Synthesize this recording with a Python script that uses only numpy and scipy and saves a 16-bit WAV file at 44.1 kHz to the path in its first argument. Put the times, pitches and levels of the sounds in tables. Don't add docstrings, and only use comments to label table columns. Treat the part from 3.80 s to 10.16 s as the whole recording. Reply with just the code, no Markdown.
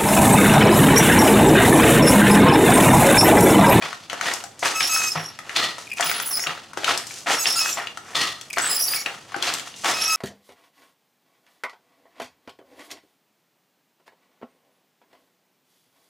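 import sys
import numpy as np
from scipy import signal
from scipy.fft import rfft, irfft
from scipy.io import wavfile
from scipy.ndimage import uniform_filter1d

SR = 44100
rng = np.random.default_rng(int(sys.argv[2]) if len(sys.argv) > 2 else 0)


def unload_wav(signal):
    wavfile.write(
        sys.argv[1],
        SR,
        np.round(np.clip(np.atleast_2d(signal).T, -1, 1) * 32767).astype(np.int16),
    )


N = 280476


def amp(db):
    return 10 ** (np.asarray(db) / 20)


def unit_rms(x):
    return x / np.sqrt(np.mean(x ** 2) + 1e-20)


def curve_at(points, hz):
    f, value = np.transpose(points)
    return np.interp(np.log(hz + 1), np.log(f + 1), value)


def add(mix, start, sound, pan_db=0):
    part = mix[:, round(start * SR):][:, :sound.shape[-1]]
    part += sound[..., :part.shape[1]] * amp([[pan_db / 2], [-pan_db / 2]])


def coloured(x, points):
    size = x.shape[-1]
    gain = amp(curve_at(points, np.fft.rfftfreq(size, 1 / SR)))
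    return unit_rms(irfft(rfft(x) * gain, size))


def wander(size, hz):
    span = max(round(SR / hz), 2)
    return unit_rms(uniform_filter1d(uniform_filter1d(rng.standard_normal(size), span), span))


# f/Hz, relative level/dB
AIR_TONE = [(25, 41.5), (60, 18), (100, 27), (160, 24), (1000, 17), (5000, -29), (14000, -32)]

def air():
    common, other = coloured(rng.standard_normal((2, N)), AIR_TONE)
    return amp(-46.5) * np.array([common + 0.043 * other, common - 0.1 * other])


# f/Hz, fade/s
ROOM_FADE = [(200, 0.4), (1000, 0.31), (3000, 0.25), (10000, 0.33)]

def room(x):
    echoes = np.zeros((2, SR // 2))
    delays = np.arange(200, SR // 2 - 20, 20) + rng.integers(0, 20, (2, (SR // 2 - 201) // 20))
    np.put_along_axis(echoes, delays, rng.choice([-1., 1.], delays.shape), 1)
    hz, t, bands = signal.stft(echoes, SR, nperseg=256)
    fade = amp(-60 * t / curve_at(ROOM_FADE, hz)[:, None])
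    tail = signal.istft(bands * fade, SR, nperseg=256)[1]
    tail = tail + 0.2 * tail[::-1]
    return signal.fftconvolve(x[None], tail / np.linalg.norm(tail[0]), axes=1)[:, :N]


# t/s, level/dB
FLOOR_THUDS = [(0.025, -39), (1.356, -22.5), (2.252, -36), (2.672, -35.5)]

def thud(db):
    t = np.arange(12000) / SR
    boom = np.sin(2 * np.pi * 158 * t) + .25 * np.sin(2 * np.pi * 105 * t)
    return amp(db - 60 * t / .27) * boom * (1 - np.exp(-t / .01))


def slip_tone(hz, levels, unsteady, flutter_db, rasp):
    size = len(hz)
    turns = np.cumsum(hz * (1 + unsteady * wander(size, 260))) / SR
    tone = np.zeros(size)
    for k, db in levels:
        level = amp(db + flutter_db * wander(size, 150)) * (1 + rasp * wander(size, 1500))
        tone += level * np.sin(2 * np.pi * k * turns) * (k * hz < SR / 2)
    return np.sqrt(2) * tone * signal.windows.tukey(size, .3)


# multiple of the pitch, relative level/dB
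CREAK_HARMONICS = [(1, -0.5), (2, -6), (3, -12), (5, 0.5), (6, -4.5), (7, -16), (9, -11), (11, -13)]
# start/s, end/s, f/Hz, level/dB, brightness/(dB per octave)
PIVOT_CREAKS = [(0.941, 1.02, 1294, -32, -1), (1.088, 1.16, 1290, -32.5, 1.5),
                (1.141, 1.218, 1286, -32.5, 0), (1.191, 1.302, 1269, -34.5, 0),
                (3.586, 3.65, 1320, -42, 4.5), (3.753, 3.81, 1355, -33, 1), (3.793, 3.909, 1281, -34.5, -2),
                (6.127, 6.307, 1275, -38, -1.5), (6.273, 6.412, 1290, -29, -0.5)]

def creak(start, end, hz, db, bright_db):
    bar_hz, bar_width_hz, bar_db = 2543, 51, 11
    levels = []
    for k, harmonic_db in CREAK_HARMONICS:
        boost_db = bar_db / (1 + ((k * hz - bar_hz) / bar_width_hz) ** 2)
        levels.append((k, db + harmonic_db + bright_db * np.log2(k) + boost_db))
    pitch = np.full(round((end - start) * SR), float(hz))
    return slip_tone(pitch, levels, unsteady=.0028, flutter_db=2.6, rasp=.28)


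# f/Hz, relative level/dB
HISS_TONE = [(2000, -26), (6000, 11), (11000, 11), (16000, -1)]
# start/s, end/s, first f/Hz, bend/Hz, last f/Hz, level/dB, harmonic step/dB
PIVOT_SQUEAKS = [(0.951, 1.031, 5300, -5, 5200, -30, -12), (1.019, 1.096, 5030, 340, 5340, -25.5, -12),
                 (1.108, 1.191, 4730, 353, 5200, -27, -5.5), (1.245, 1.32, 7300, -8, 7400, -42, -18),
                 (1.264, 1.346, 5140, 80, 5300, -32, -15), (1.358, 1.517, 5600, 4, 5480, -42.5, -10),
                 (2.235, 2.343, 5150, -32, 4940, -36, 0), (2.334, 2.442, 10470, 53, 10500, -36.5, -35),
                 (2.41, 2.52, 14900, 0, 15100, -35.5, -32), (2.451, 2.525, 10700, 7, 10760, -30, -32),
                 (2.502, 2.593, 5710, -350, 5230, -28.5, -2.5), (2.596, 2.656, 5030, 247, 5460, -33, -7),
                 (2.597, 2.664, 6600, -7, 6540, -36.5, -24), (3.541, 3.664, 5730, 27, 4890, -34, -7.5),
                 (3.659, 3.758, 5040, 329, 5370, -25, -10.5), (3.755, 3.844, 4730, 260.5, 5300, -25.5, -9),
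                 (3.822, 3.967, 7620, -120, 7360, -33, -16), (3.838, 3.946, 5900, -6, 5800, -36, -8),
                 (3.958, 4.06, 5040, 100, 5500, -49, -12), (4.811, 4.897, 7940, -51, 7840, -28, -24),
                 (4.874, 4.966, 7470, -3, 7430, -31, -21), (4.88, 5.06, 5150, -120, 5090, -29.5, -2),
                 (4.994, 5.089, 5690, 118, 5330, -27, -3.5), (5.063, 5.183, 5090, -200, 5015, -30, -1.5),
                 (5.135, 5.226, 5170, 78, 5720, -34.5, -7), (5.151, 5.237, 2267, 56, 2214, -39, -1.5),
                 (6.045, 6.219, 5380, -14, 5280, -38, -10), (6.197, 6.309, 5080, 405, 5200, -26.5, -10.5),
                 (6.294, 6.383, 4750, 136, 5450, -28.5, -7)]

def squeak(start, end, first_hz, bend_hz, last_hz, db, step_db):
    size = round((end - start) * SR)
    progress = np.linspace(0, 1, size)
    hz = first_hz + (last_hz - first_hz) * progress + bend_hz * np.sin(np.pi * progress ** 0.79)
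    far_hz = hz * (1 + 0.032 * wander(size, 40))
    dbs = db + step_db * np.arange(3) ** 1.1
    hiss = coloured(rng.standard_normal(size), HISS_TONE) * signal.windows.tukey(size, .5)
    hiss *= amp(dbs.max() - 11 + 4.6 * wander(size, 150))
    near = slip_tone(hz, enumerate(dbs, 1), unsteady=0.007, flutter_db=4.5, rasp=0.33)
    far = slip_tone(far_hz, enumerate(dbs, 1), unsteady=0.009, flutter_db=5.5, rasp=0.5)
    return hiss + 0.67 * near + np.array([[0.36], [0.6]]) * far


# t/s, level/dB, f/Hz
BEATER_CHIRPS = [(2.069, -38.5, 2520), (2.098, -34.5, 2640), (2.115, -28.5, 2550), (2.13, -33, 2534),
                 (2.17, -35, 2610), (4.7, -33.5, 2600), (4.731, -29, 2530), (4.76, -29, 2360)]

def chirp(start, db, hz):
    return squeak(start, start + .011, hz, bend_hz=0, last_hz=hz * 0.936, db=db, step_db=-15)


def stroke(start, swell, hold, fall_db_s):
    age = np.arange(N) / SR - start
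    return np.clip(age / swell, 0, 1) * amp(-fall_db_s * np.maximum(age - swell - hold, 0))


# t/s, swell/s, hold/s, rattle level/dB, scrape level/dB, rustle level/dB
CORD_PULLS = [(0.29, 0.019, 0.096, -36.5, -44, -55), (1.58, 0.18, 0.011, -37, -47, -52.5),
              (2.96, 0.011, 0.12, -39, -43.5, -52), (4.2, .12, .02, -40.5, -57, -54.5),
              (5.47, 0.17, .01, -35, -40, -54)]
SHUTTLE_THROWS = [(0.405, 0.072, 0.0039, -23, -30.5, -37.5), (1.748, 0.021, 0.066, -29.5, -27, -39.5),
                  (3.048, 0.048, 0.0035, -22, -25.5, -37), (4.346, 0.006, 0.087, -33, -27, -38.5),
                  (5.61, 0.065, 0.0068, -24, -26, -37)]
BEATER_SWINGS = [(0.79, 0.0028, 0.0096, -74, -55, -43.5), (1.98, 0.0066, 0.038, -43, -46, -49.5),
                 (2.16, 0.0089, 0.011, -46, -53, -48), (3.265, 0.015, 0.11, -53, -48, -47),
                 (5.85, 0.0076, 0.014, -42, -46, -51.5), (5.96, 0.0025, 0.1, -66, -47.5, -49)]
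BEATER_HITS = [(0.822, 0.0073, 0.052, -22.5, -28, -32.5), (2.185, 0.033, 0.0046, -25, -38, -39.5),
               (3.458, 0.026, 0.032, -20.5, -25.5, -31.5), (4.766, 0.0057, 0.0082, -26.5, -37, -39),
               (6.033, 0.014, 0.042, -22, -27.5, -33)]
SHAFT_CHANGES = [(0.99, 0.034, .01, -30, -28.5, -39), (1.07, .16, 0.011, -35.5, -42, -35),
                 (2.23, 0.026, 0.15, -34, -34.5, -53), (2.48, 0.043, 0.1, -38, -50, -50.5),
                 (3.63, 0.043, 0.0028, -28.5, -28, -36), (3.72, 0.16, 0.0045, -34.5, -34.5, -36.5),
                 (4.81, 0.027, 0.086, -30.5, -33, -53), (5.0, 0.13, 0.022, -35.5, -39, -43),
                 (6.13, 0.075, 0.022, -33.5, -32, -41)]
BEATER_RETURNS = [(0.01, 0.015, 0.0078, -26.5, -36.5, -47.5), (1.345, 0.014, 0.0043, -24, -41, -66),
                  (2.66, 0.011, 0.0057, -25, -39.5, -52), (3.965, 0.013, 0.004, -25.5, -46, -69),
                  (5.255, 0.0066, 0.0037, -27.5, -43.5, -50)]

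def stroke_levels():
    power = amp([-55, -60, -66])[:, None] ** 2 * np.ones(N)
    # movements, fall of the rattle/(dB per s), fall of scrape and rustle/(dB per s), their lag/s
    kinds = [(CORD_PULLS, 130, 200, .005), (SHUTTLE_THROWS, 142, 143, .00062),
             (BEATER_SWINGS, 260, 140, .00076), (BEATER_HITS, 164, 213, .038),
             (SHAFT_CHANGES, 116, 121, .002), (BEATER_RETURNS, 161, 74, .0018)]
    for rows, low_fall, high_fall, lag in kinds:
        for start, swell, hold, *dbs in rows:
            low = stroke(start, swell, hold, low_fall)
            high = stroke(start, swell + lag, max(hold - lag, 0), high_fall)
            power += (amp(dbs)[:, None] * [low, high, high]) ** 2
    return np.sqrt(power)


# f/Hz, relative level/dB
BRIGHT_TONE = [(3000, -8.5), (6000, 6), (10000, -4), (13500, -14.5), (16000, -24)]

def rustle(hits):
    t = np.arange(1500) / SR
    wires_hz = np.geomspace(4000, 15500, num=50)[:, None] * rng.uniform(.98, 1.02, (50, 1))
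    chime = (np.sin(2 * np.pi * wires_hz * t) * amp(-60 * t / 0.038)).sum(0)
    ringing = unit_rms(signal.oaconvolve(hits, chime[None], axes=1)[:, :N])
    middle, spread = coloured(unit_rms(hits) + 0.077 * ringing, BRIGHT_TONE) * amp(7.5)
    return middle + 0.21 * spread * np.array([[1], [-1]])


# f/Hz, relative level/dB
SCRAPE_TONE = [(1500, -15.5), (2800, 2), (5000, -1.5), (8000, -30)]

def scrape(hits):
    return coloured(hits, SCRAPE_TONE) * amp(1.5)


# f/Hz, relative level/dB, fade after a knock/s
WOOD_NOTES = [(240, -22, 0.027), (336, -20, 0.041), (479, -6, 0.016), (729.4, -2, 0.038), (903, 4, 0.016),
              (1176, 2, 0.018), (1350, 9.5, 0.019), (1856, 13, 0.014), (2327, 17, 0.0071),
              (2888, 10, 0.018), (3432, 12.5, 0.017), (4420, 10, 0.026)]

def rattle(hits):
    t = np.arange(1500) / SR
    struck_note, sound = rng.integers(0, len(WOOD_NOTES), N), np.zeros(N)
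    for k, (hz, db, fade) in enumerate(WOOD_NOTES):
        tap = amp(db - 5.4 * hz / 1000 - 60 * t / (0.55 * fade)) * np.sin(2 * np.pi * hz * t)
        sound += signal.oaconvolve(hits * (struck_note == k), tap)[:N]
    bass_cut = signal.butter(2, 260, "high", fs=SR, output="sos")
    return unit_rms(signal.sosfilt(bass_cut, sound))


def moving_parts():
    contacts_per_s = 5500
    wood, sliding, heddles = stroke_levels()
    strength = amp(2.67 * np.minimum(rng.exponential(1, (4, N)), 5)) * rng.choice([-1, 1], (4, N))
    hits = strength * (rng.random((4, N)) < contacts_per_s / SR)
    sound = wood * rattle(hits[0]) + sliding * scrape(hits[1])
    clumps = amp(2 * wander(N, 120) - 1)
    return clumps * (sound + heddles * rustle(hits[2:]))


def shuttle_side(time):
    return sum(hit[0] < time for hit in BEATER_HITS) % 2


# f/Hz, relative level/dB, fade/s
SHUTTLE_NOTES = [(1220, 0, .05), (1290, 4.5, 0.037), (1904, 5.5, 0.051), (1940, 2, 0.027),
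                 (3470, 1.5, 0.049), (4200, 5, 0.03)]

def shuttle():
    side_db = (-45, -26)
    t = np.arange(3000) / SR
    body = sum(amp(db - 60 * t / fade) * np.sin(2 * np.pi * hz * t) for hz, db, fade in SHUTTLE_NOTES)
    level = sum(amp(side_db[shuttle_side(start)]) * stroke(start, swell, hold, fall_db_s=142)
                for start, swell, hold, *_ in SHUTTLE_THROWS)
    return level * unit_rms(signal.oaconvolve(rng.standard_normal(N), body)[:N])


# t/s, level/dB, strongest f/Hz, relative crack level/dB
WOOD_KNOCKS = [(0.023, -17.5, 2470, -33), (0.129, -20.5, 1350, -31), (0.298, -20.5, 2020, -26),
               (0.33, -17, 493, -28.5), (0.411, -12.5, 1485, -28), (0.537, -25.5, 980, -7.5),
               (0.639, -27.5, 773, -15), (0.828, -12, 750, -54), (0.857, -10, 1170, -24),
               (1.006, -7, 2166, -29), (1.162, -17.5, 1500, -33), (1.218, -17, 1390, -35),
               (1.242, -19.5, 1440, -35), (1.356, -20, 874, -31), (1.589, -24.5, 1240, -23.5),
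               (1.694, -21, 2080, -31), (1.762, -9, 3570, -27.5), (1.982, -24.5, 770, -25.5),
               (2.51, -27, 1170, -34), (2.595, -24.5, 1960, -18), (2.638, -20.5, 1960, -33),
               (2.183, -19.5, 2300, -36), (2.197, -14.5, 700, -52), (2.208, -12, 1503, -19.5),
               (2.226, -11.5, 2320, -48), (2.296, -13, 2280, -38), (2.314, -12, 1490, -24.5),
               (2.367, -22.5, 1470, -33), (2.4, -18, 1520, -22.5), (2.669, -12.5, 2736, -32),
               (2.933, -28.5, 1050, -26), (2.973, -16.5, 385, -29.5), (3.034, -22, 630, -45),
               (3.044, -11, 3030, -27), (3.176, -31.5, 5610, -1.5), (3.269, -39, 4330, -5),
               (3.47, -12, 1190, -37), (3.656, -9.5, 2710, -33), (3.859, -12.5, 1370, -30),
               (3.892, -19, 3000, -31), (3.972, -17.5, 990, -46), (4.071, -17, 2830, -35),
               (4.173, -23, 1350, -25.5), (4.354, -10, 3530, -36), (4.612, -30, 3330, -16.5),
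               (4.73, -38, 5300, -3.5), (3.308, -26.5, 2320, -26), (3.792, -17, 2466, -37),
               (5.784, -27, 3230, -20), (5.796, -25.5, 3000, -19), (4.772, -10, 697, -45),
               (4.783, -9.5, 1590, -23.5), (4.799, -16, 1590, -30), (4.844, -16, 1500, -31),
               (4.866, -17.5, 1780, -28), (4.896, -27, 1480, -26), (5.136, -15, 2556, -36),
               (5.261, -12, 2620, -35), (5.52, -31, 1064, -26), (5.544, -17.5, 790, -43),
               (5.563, -23.5, 355, -24.5), (5.625, -10.5, 3310, -26), (5.738, -25.5, 5570, -7.5),
               (5.94, -32.5, 2510, -41), (6.045, -15, 890, -24)]

def knock(level_db, hz, crack_db):
    t = np.arange(2500) / SR
    f, db, fade = np.transpose(3 * WOOD_NOTES)[:, :, None]
    f = f * (1 + .1 * rng.standard_normal(f.shape))
    nearest = abs(np.log(f / hz)).argmin()
    db = db - 9 * abs(np.log2(f / hz))
    f[nearest], db[nearest] = hz, db.max() + 3.5
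    ring = (amp(db - 60 * t / fade) * np.sin(2 * np.pi * (f * t + rng.random(f.shape)))).sum(0)
    ring *= 1 - np.exp(-t / 0.0006)
    crack = coloured(rng.standard_normal(len(t)), BRIGHT_TONE) * amp(crack_db + 12 - 60 * t / 0.036)
    return amp(level_db + 2) * (ring / abs(ring).max() + crack)


def scene():
    knocks, moving = np.zeros((2, 2, N))
    side_pan_db = (6, 4.5)
    for start, db, hz, crack_db in WOOD_KNOCKS:
        add(knocks, start, knock(db, hz, crack_db), side_pan_db[shuttle_side(start)])
    for start, db in FLOOR_THUDS:
        add(moving, start, thud(db))
    for row in PIVOT_SQUEAKS:
        add(moving, row[0], squeak(*row), pan_db=.8)
    for row in PIVOT_CREAKS:
        add(moving, row[0], creak(*row), pan_db=.3)
    for row in BEATER_CHIRPS:
        add(moving, row[0], chirp(*row), pan_db=1.5)
    add(moving, 0, moving_parts() + shuttle(), pan_db=.5)
    into_room = amp(-3.5) * knocks.mean(0) + amp(-8.5) * moving.mean(0)
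    return knocks + moving + room(into_room) + air()


def record(dry):
    dry = signal.sosfilt(signal.butter(3, 85, "high", fs=SR, output="sos"), dry)
    mid, side = (dry[0] + dry[1]) / 2, (dry[0] - dry[1]) / 2
    side = 0.37 * side + 0.83 * signal.oaconvolve(side, signal.firwin(101, 10800, fs=SR), "same")
    side = signal.sosfilt(signal.butter(1, 150, "high", fs=SR, output="sos"), side)
    rounded = np.tanh(np.array([mid + side, mid - side]) / .55) * .55
    top_cut = signal.firwin(511, 16100, window=("kaiser", 9), fs=SR)
    return signal.oaconvolve(rounded, top_cut[None], "same")


dry = scene()
out = record(dry)
unload_wav(out)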